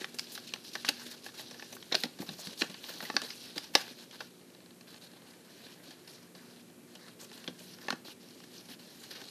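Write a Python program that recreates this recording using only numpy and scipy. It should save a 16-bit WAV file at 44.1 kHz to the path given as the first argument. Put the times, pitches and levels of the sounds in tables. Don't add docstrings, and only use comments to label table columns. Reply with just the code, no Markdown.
import sys
import numpy as np
from scipy import signal
from scipy.fft import rfft, irfft
from scipy.io import wavfile
from scipy.ndimage import uniform_filter1d

SR = 44100
rng = np.random.default_rng(int(sys.argv[2]) if len(sys.argv) > 2 else 0)


def waveform_to_disk(signal):
    frames = np.transpose(np.atleast_2d(signal))
    scaled = np.clip(frames, -1, 1) * 32767
    samples = np.round(scaled).astype(np.int16)
    wavfile.write(sys.argv[1], SR, samples)


def volts(x):
    e = np.asarray(x, float) / 20
    return 10 ** e


N = 410130
HZ = np.fft.rfftfreq(N, 1 / SR)

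# start in seconds, peak in dB, ring pitch in Hz,
# thump in dB, crisp edge in dB.
SNAPS = [(0.0439, -25, 1920, -9.5, -32), (0.1938, -21.5, 5100, -30, -7), (0.5375, -22, 4250, -11, -11),
         (0.848, -24.5, 1750, -30, -26), (1.624, -37.5, 2480, 2, -21), (1.8262, -35.5, 3500, -27, -26),
         (1.952, -14, 4500, -39, -10), (2.471, -32, 4040, -14, -7), (2.6193, -13.5, 2680, -11, -32),
         (2.8411, -35.5, 3500, -4, -25), (3.0047, -32.5, 1820, -3, -23), (3.1002, -26.5, 1150, 1, -30),
         (3.1661, -13, 4700, -5, -43), (7.8839, -28, 1940, 6, -26), (7.9043, -19, 1530, -26, -13),
         (3.752, -7.5, 4900, -4.5, -9)]
# start in seconds, peak in dB, ring pitch in Hz,
# thump in dB, crisp edge in dB.
POPS = [(0.3768, -34.5, 1660, -2, -27), (0.753, -24.5, 1700, -5, -13), (0.8885, -17, 4300, -8.5, -2),
        (1.263, -36, 1720, 1, -11), (1.5957, -37.5, 1670, -22, -23), (2.0356, -20.5, 4030, -16.5, -10.5),
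        (2.2191, -38, 2000, -2, -5), (2.2902, -30.5, 3750, -3, -16), (3.217, -30, 1650, -15, -2.5),
        (3.5786, -25, 4900, -9, -7.5), (7.477, -27.5, 3380, -7, -35), (7.9249, -31, 1660, 5, -19),
        (0.1864, -28.5, 5070, -32, -6), (1.9443, -19, 3700, -9, -28), (0.8871, -18.5, 2820, -22, -29),
        (3.7548, -16, 3440, -4.5, -7.5)]
# start in seconds, peak in dB, ring pitch in Hz, thump in dB.
CRUMPLES = [(0.0099, -36.5, 3950, -2), (0.3512, -35, 4070, -26), (0.879, -28, 2650, -25),
            (1.0642, -37, 3630, -27), (1.1122, -38.5, 3790, -27), (1.3936, -39.5, 1810, 4),
            (1.51, -40.5, 5470, 2.5), (1.5426, -44.5, 1760, 3), (1.7261, -36.5, 6000, 0),
            (1.922, -18, 3650, -12), (2.1877, -40, 4080, 4), (2.5992, -37, 4460, -5),
            (2.6101, -25, 4360, -12), (2.6977, -39, 4120, 0), (3.0253, -36, 1600, 3),
            (3.0498, -34, 1970, -12), (3.3025, -31, 4950, -28), (4.1098, -44, 3450, -14),
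            (4.2047, -31.5, 1500, 2), (5.9067, -43.5, 4360, -2), (6.076, -43.5, 4930, -6),
            (6.3498, -46.5, 4500, 2.5), (6.9511, -42, 3000, -2), (8.4376, -48, 1670, -5),
            (8.7131, -44.5, 4000, -7), (9.2148, -39, 1670, -4), (7.08, -50, 1350, 0),
            (0.018, -38, 1700, -10)]
# start in seconds, peak in dB, ring pitch in Hz.
TICKS = [(0.1445, -41.5, 5760), (1.2906, -45, 1720), (2.743, -36, 4230), (4.413, -51.5, 4200),
         (4.502, -52, 4200), (4.549, -48.5, 4200), (4.604, -49.5, 4250), (4.66, -47, 4200),
         (4.707, -50, 4200), (4.8098, -43, 4330), (4.943, -43, 4300), (5.117, -53, 4400),
         (5.135, -47.5, 4300), (5.22, -48.5, 3030), (5.338, -52, 2300), (5.666, -43, 4160),
         (3.141, -40, 1200), (0.56, -40, 1460), (1.767, -41, 1600), (8.403, -45.5, 1610),
         (6.388, -53, 4300), (6.569, -52, 2940), (6.597, -55, 2500), (6.7, -52, 4380),
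         (7.3153, -39.5, 2990), (7.442, -39.5, 4200), (7.786, -44, 1530), (7.85, -44, 1500),
         (8.083, -44, 1300), (4.927, -49, 4400), (4.962, -48, 4700), (1.388, -44, 2500), (0.522, -44, 4000),
         (9.05, -49, 4200)]
SNAP_MS, POP_MS, CRUMPLE_MS, TICK_MS = 2.6, 4.2, 8, 2.5
TICK_THUMP_DB, TICK_EDGE_DB = -4, -12
CRUMPLE_EDGE_DB, DULL_ABOVE_DB, DULLING = -6, -39, 2.8

# frequency in Hz, bandwidth in Hz, level in dB.
SHEET = [(415, 137, -1), (823, 72, 0.5), (1129, 49, -7.5), (1710, 62, -4.5), (1774, 82, -1.5),
         (2700, 88, -1.5)]
# frequency in Hz, density in dB per Hz.
PAPER = [(350, 8), (600, -7), (682, -5), (786, -3.5), (1300, -7.5), (1540, 0.5), (2470, -4.5), (2850, -3.5),
         (3540, -1.5), (4140, 0.5), (6080, -1.5), (7570, -15.5), (13000, -11.5)]

# start in seconds, length in seconds,
# rustle in dB, body relative to the rustle in dB.
UNFOLD = [(0.0, 0.056, -50.5, -6), (0.203, 0.1, -52, -11), (0.301, 0.1, -50.5, -12),
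          (0.471, 0.024, -47.5, -17), (0.52, 0.044, -60, -1), (0.641, 0.054, -48, -15.5),
          (0.733, .1, -49, -14), (0.846, 0.059, -43.5, -6.5), (0.937, 0.21, -52, -6.5),
          (1.239, 0.059, -53, -7), (1.34, 0.047, -53, -4), (1.377, 0.038, -46.5, -13),
          (1.384, 0.35, -55.5, -9), (1.914, 0.032, -52, 8.5), (1.958, 0.06, -46.5, -23),
          (2.025, 0.03, -47.5, -3), (2.2, 0.027, -48.5, -2.5), (2.264, 0.077, -48.5, -8),
          (2.385, 0.15, -48.5, -9), (2.575, 0.02, -49, -15), (2.59, 0.031, -42, -18),
          (2.628, 0.13, -57.5, -4), (2.833, 0.26, -49, -5.5), (3.057, 0.25, -53.5, -8),
          (3.288, 0.051, -49.5, -6), (3.397, 0.12, -54, -10), (3.558, 0.017, -43.5, -5),
          (3.592, 0.092, -53.5, -5), (3.738, 0.01, -45, -5), (3.765, 0.055, -43.5, -1),
          (3.825, 0.058, -51.5, -1), (3.888, 0.044, -51, -7), (3.981, 0.062, -51.5, -5),
          (4.123, 0.041, -54, -2.5), (0.088, 0.012, -55, -9), (1.0, 0.036, -49, -11),
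          (1.056, 0.024, -49, -16), (1.165, .035, -59, -13), (2.883, 0.024, -51, 1),
          (3.224, 0.041, -46.5, -5), (3.456, 0.024, -59, -3), (2.628, 0.015, -49, 6.5)]
# start in seconds, length in seconds,
# rustle in dB, body relative to the rustle in dB.
HOLD = [(4.871, 0.11, -57, -4), (5.011, 0.063, -56, -5), (5.062, 0.36, -66.5, -1), (5.267, 0.044, -61, -6),
        (5.445, 0.12, -65.5, -0.5), (5.506, 0.15, -59, -6), (5.636, 0.11, -55.5, -4),
        (5.753, 0.11, -63.5, 1), (5.835, 0.11, -56, -3.5), (5.95, 0.33, -65.5, 0), (6.074, 0.09, -56, -12),
        (6.345, 0.27, -62, -3.5), (6.872, 0.26, -63.5, -4), (6.992, 0.1, -60.5, 2.5),
        (7.192, 0.063, -54, -7), (7.246, 0.75, -63.5, -4.5), (7.328, 0.024, -51, -10),
        (7.36, .144, -59, -3.5), (7.589, 0.16, -55, -13), (7.812, 0.066, -56, -2), (7.884, .052, -54.5, -5),
        (8.046, 0.082, -49.5, -8.5), (8.198, 0.55, -60.5, -10), (8.525, 0.091, -56, -9),
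        (8.685, 0.06, -52.5, -4), (8.786, 0.71, -57, -9.5), (9.017, 0.14, -57.5, -6),
        (9.107, 0.031, -51, -5), (9.151, 0.022, -47, -3.5), (9.178, 0.046, -54.5, 1),
        (5.159, 0.016, -59, 1), (8.728, 0.021, -56, -3), (9.276, 0.033, -52.5, -9)]
# time in seconds, rustle in dB.
GRIP = [(0, -59), (.6, -56.5), (1.1, -60), (1.2, -61.5), (1.9, -57.5), (2.15, -60), (2.3, -56.5),
        (3.5, -51.5), (3.68, -62), (3.95, -59), (4.18, -61), (4.21, -50), (4.26, -61), (4.3, -67.5),
        (9.3, -82)]
# start in seconds, length in seconds, hiss in dB.
WIPES = [(0.141, 0.016, -50), (0.18, 0.031, -54), (0.317, 0.042, -51.5), (1.1, 0.033, -52),
         (1.238, 0.034, -56.5), (1.721, .05, -55.5), (2.204, .06, -56), (2.39, 0.029, -51),
         (2.44, 0.04, -51), (2.588, .04, -48), (3.218, .05, -55), (3.567, 0.029, -53), (2.874, 0.071, -61),
         (3.015, 0.047, -57), (3.34, .04, -59), (7.195, 0.058, -56.5), (7.588, 0.081, -62),
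         (8.992, 0.079, -64)]
GRIP_BODY_DB, BRIGHT_DB = -11, -3.5
HISS_DB, HISS_SLOPE, HISS_FLOOR_DB = -7.5, -0.016, -75
SAG_DB, RELEASE_S = -2, 0.0029

# start in seconds, peak in dB, pitch in Hz.
FLAPS = [(0.009, -43, 235), (0.884, -38, 290), (1.743, -49, 230), (1.917, -33, 324), (1.945, -32.5, 370),
         (2.035, -37.5, 242), (2.195, -37.5, 194), (2.225, -41.5, 340), (2.283, -43, 171),
         (2.308, -43, 147), (2.465, -43, 179), (2.506, -48.5, 260), (2.613, -29.5, 320),
         (2.689, -45.5, 188), (3.024, -44, 236), (3.094, -44.5, 215), (3.139, -40, 251), (3.157, -36, 282),
         (3.213, -43, 252), (3.559, -38.5, 286), (1.941, -27.5, 685), (3.746, -36, 298), (3.905, -50, 260),
         (4.2, -45, 344), (7.224, -49.5, 550), (7.477, -38, 252), (7.897, -43, 222), (7.924, -39.5, 230),
         (8.078, -51, 304), (8.7, -49.5, 267), (9.209, -50.5, 270), (0.136, -47.5, 414),
         (1.059, -49.5, 240), (2.036, -35.5, 750), (2.052, -40, 303), (2.062, -48, 820), (2.222, -46, 780),
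         (2.385, -45, 605), (2.524, -50, 330), (2.946, -50, 253), (3.24, -61, 700), (5.874, -49.5, 270),
         (7.492, -47, 245), (7.605, -53, 604), (7.847, -52, 250), (8.047, -51, 560), (8.353, -50, 260)]

ROOM_T60_S, ROOM_WET_DB = 0.23, -14.5
# frequency in Hz, density in dB per Hz.
ROOM = [(24, -69), (40, -21), (95, -11), (120, -3.5), (160, -1.5), (240, -0.5), (291, 0.0), (496, -6.0),
        (886, -16.5), (2220, -18), (5440, -22)]
ROOM_DB = -56.5
# frequency in Hz, level in dB.
HUM = [(177.6, -70), (240, -65), (360.7, -70), (2358, -84.5), (8291, -90)]

DUCK_S, DUCK_DB, RECOVER_S = 3.752, -1.5, 1.54
# frequency in Hz, step in dB over the usual line at 11-12 kHz.
STEP = [(12000, -40), (12400, -8), (13100, -3), (13160, 2), (13790, 3), (13830, 12), (15400, 8.5),
        (15450, 40)]
MASK_ABOVE_DB, MASKING = 13, 0.24


def buckles():
    rows = [(*row, SNAP_MS) for row in SNAPS]
    rows += [(*row, POP_MS) for row in POPS]
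    for row in CRUMPLES:
        edge_db = CRUMPLE_EDGE_DB - DULLING * max(row[1] - DULL_ABOVE_DB, 0)
        rows.append((*row, edge_db, CRUMPLE_MS))
    rows += [(*row, TICK_THUMP_DB, TICK_EDGE_DB, TICK_MS) for row in TICKS]
    return rows


def sheet(t, detune):
    ring = 0
    for (hz, width_hz, db), d in zip(SHEET, detune):
        mode = np.sin(2 * np.pi * hz * (1 + 0.019 * d) * t)
        ring = ring + volts(db) * mode * np.exp(-np.pi * width_hz * t)
    return ring


def snaps():
    size = 4096
    out = np.zeros(N + size)
    t, f = np.arange(size) / SR, np.fft.rfftfreq(size, 1 / SR)
    broad = shape(PAPER, f) * bell(f, 2640, 0.97)
    rows = buckles()
    noises = rng.standard_normal((len(rows), 4, size))
    for (s, peak_db, hz, thump_db, edge_db, ms), noise in zip(rows, noises):
        tau = np.clip(ms, 1.2, 6.5) / 1000
        slow_rise = tau * 30

        def burst(x, gain, stretch, rise):
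            env = (1 - np.exp(-t / (rise * tau))) * np.exp(-t / (stretch * tau))
            y = coloured(x, gain) * env
            return y * np.sqrt(np.sum(env ** 2) / np.sum(y ** 2))

        tilt = ((f + 1) / 3000) ** (0.15 * np.log2(hz / 3000))
        crack = volts(2.5) * burst(noise[0], bell(f, hz, 0.12), 0.8, slow_rise)
        crack += volts(1.5) * burst(noise[1], broad * tilt, 0.96, slow_rise)
        crack += volts(thump_db - 1.5) * burst(noise[2], bell(f, 577, 0.56), 1.48, 0.71)
        crack += volts(thump_db + 1.5) * sheet(t, noise[2]) * (1 - np.exp(-t / (0.63 * tau)))
        crack += volts(edge_db + 5.0) * burst(noise[3], bell(f, 3970, 1.0), 0.73, 0.06)
        click = np.sin(2 * np.pi * 0.7 * hz * t) * np.exp(-t * hz / 2.3)
        crack += 2.3 * np.exp(-(ms / 4) ** 2) * click
        i = int(s * SR)
        out[i:i + size] += volts(peak_db - 6.0) * crack
    return out[:N]


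def strokes():
    t = np.arange(N) / SR
    rustle = volts(np.interp(t, *np.transpose(GRIP))) ** 2
    body = rustle * volts(GRIP_BODY_DB) ** 2
    for s, length, db, body_db in UNFOLD + HOLD:
        held = slice(max(int(s * SR), 0), int((s + length + 8 * RELEASE_S) * SR))
        age = t[held] - s
        sag_db = SAG_DB * (np.minimum(age / length, 1) - 0.5)
        release = np.exp(-np.maximum(age - length, 0) / RELEASE_S)
        power = volts(db + sag_db) ** 2 * release
        rustle[held] += power
        body[held] += power * volts(body_db) ** 2
    rustle_db = uniform_filter1d(10 * np.log10(rustle), size=300)
    body_db = uniform_filter1d(10 * np.log10(body / rustle), size=300)
    hiss = volts(HISS_DB + HISS_SLOPE * (rustle_db + 63)) ** 2
    hiss += volts(HISS_FLOOR_DB + duck_db() - rustle_db) ** 2
    for s, length, db in WIPES:
        fade = np.clip(np.minimum(t - s, s + length - t) / 0.0066, 0, 1)
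        hiss += volts(db - rustle_db) ** 2 * fade
    return rustle_db, body_db, 10 * np.log10(hiss)


def grains(rate, spread_db, t60):
    when, size = rng.random((2, 5000))[:, :int(rate * N / SR)]
    hits = np.zeros(N)
    hits[(when * N).astype(int)] = volts(spread_db * np.minimum(-np.log(1 - size), 2.4))
    decay = 1000. ** (-1 / (t60 * SR))
    env = signal.lfilter([1], [1, -decay], hits)
    return env / np.sqrt(np.mean(env ** 2))


def slide():
    rustle_db, body_db, hiss_db = strokes()
    bright_db = BRIGHT_DB + 3 * walk(4.6) + 0.65 * np.clip(hiss_db - HISS_DB, -4, 4)
    slips = grains(160, 4.7, 0.04)
    resonance = 1 + 0.36 * bell(HZ, 4340, 0.11)
    bands = ((450, 2300, body_db, 0), (2300, 6500, 0, bright_db), (6500, 15500, hiss_db, 0))
    out = 0
    for low_hz, top_hz, db, tilt_db in bands:
        grit = np.sqrt(0.41 + 0.23 * slips ** 2 + 0.088 * grains(99, 0.67, 0.12) ** 2)
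        centres = np.geomspace(low_hz, top_hz, 7)[1::2]
        octaves = np.log2(top_hz / low_hz) / 7
        spectrum = rfft(rng.standard_normal(N)) * shape(PAPER, HZ) * resonance
        parts = [irfft(spectrum * bell(HZ, hz, octaves), N) for hz in centres]
        band = 0
        for k, part in enumerate(parts):
            flutter = np.sqrt(0.65 + 0.38 * grains(260, 3.3, 0.015) ** 2)
            drift_db = 2.0 * walk(24) + 0.16 * (k - 1) * (tilt_db - 8.5)
            band = band + part * flutter * volts(drift_db)
        out = out + volts(rustle_db + db) * grit * band / np.std(sum(parts))
    return out


def flaps():
    size = 8192
    out, t = np.zeros(N + size), np.arange(size) / SR
    f = np.fft.rfftfreq(size, 1 / SR)
    for (s, peak_db, hz), noise in zip(FLAPS, rng.standard_normal((len(FLAPS), size))):
        wave = np.sin(2 * np.pi * hz * t) + 0.7 * coloured(noise, bell(f, hz, 0.75))
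        env = (1 - np.exp(-t / 0.00028)) * np.exp(-t * hz / 2.95)
        i = int((s + 0.00428) * SR)
        out[i:i + size] += volts(peak_db + 2.5) * wave * env
    return out[:N]


def room(x):
    t = np.arange(int(0.4 * SR)) / SR
    spectrum = rfft(rng.standard_normal(len(t)) * 1000. ** (-t / ROOM_T60_S))
    even = spectrum / np.sqrt(uniform_filter1d(abs(spectrum) ** 2, size=50))
    tail = irfft(even, len(t)) * (1 - np.exp(-t / 0.0018)) * (t < 0.3)
    tail = signal.lfilter([1], [1, -0.15], tail)
    tail /= np.sqrt(np.sum(tail ** 2))
    return volts(ROOM_WET_DB) * signal.fftconvolve(x, tail)[:N]


def background():
    t = np.arange(N) / SR
    rumble = volts(-72.5 + 1.6 * walk(2.7)) * coloured(rng.standard_normal(N), bell(HZ, 400, 0.49))
    tones = 0
    for hz, db in HUM:
        level = volts(db + 3 + 3.0 * walk(3.725))
        tones = tones + level * np.sin(2 * np.pi * hz * t + 1.7 * walk(4))
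    hush = volts(ROOM_DB) * coloured(rng.standard_normal(N), shape(ROOM, HZ))
    return volts(duck_db()) * (hush + tones + rumble)


def duck_db():
    age = np.arange(N) / SR - DUCK_S
    return DUCK_DB * np.exp(-np.maximum(age, 0) / RECOVER_S) * (age > 0)


def shape(table, hz):
    f, db = np.transpose(table)
    return volts(np.interp(np.log(hz + 1), np.log(f), db))


def bell(hz, centre_hz, octaves):
    return np.exp(-0.5 * (np.log2((hz + 1) / centre_hz) / octaves) ** 2)


def coloured(x, gain):
    y = irfft(rfft(x) * gain, len(x))
    return y / np.sqrt(np.mean(y ** 2))


def walk(rate):
    k = int(SR / rate)
    held = np.repeat(rng.standard_normal(N // k + 1), k)
    return 1.26 * uniform_filter1d(uniform_filter1d(held, k), k)[:N]


def scene():
    radiation = signal.butter(3, 125, "high", fs=SR, output="sos")
    paper = signal.sosfilt(radiation, snaps() + slide() + flaps())
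    return (paper + room(paper) + background())[None]


def top_cut(x):
    return signal.sosfilt(signal.butter(12, 16470, fs=SR, output="sos"), x)


def record(dry):
    x = signal.sosfilt(signal.butter(2, 90, "high", fs=SR, output="sos"), dry[0])
    window = np.sin(np.pi * (np.arange(2048) + 0.5) / 2048)
    f, _, lines = signal.stft(x, SR, window, 2048, 1024)
    frame_db = 10 * np.log10(np.sum(abs(lines) ** 2, axis=0))
    excess_db = np.maximum(frame_db - np.median(frame_db) - MASK_ABOVE_DB, 0)
    usual = np.median(abs(lines[(f > 11000) & (f < 12000)]))
    step = usual * shape(STEP, f)[:, None] * volts(MASKING * excess_db)
    keep = (abs(lines) > step) | (f < 12000)[:, None]
    mix = signal.istft(lines * keep, SR, window, 2048, 1024)[1][:N]
    return top_cut(mix[None])


dry = scene()
out = record(dry)
waveform_to_disk(out)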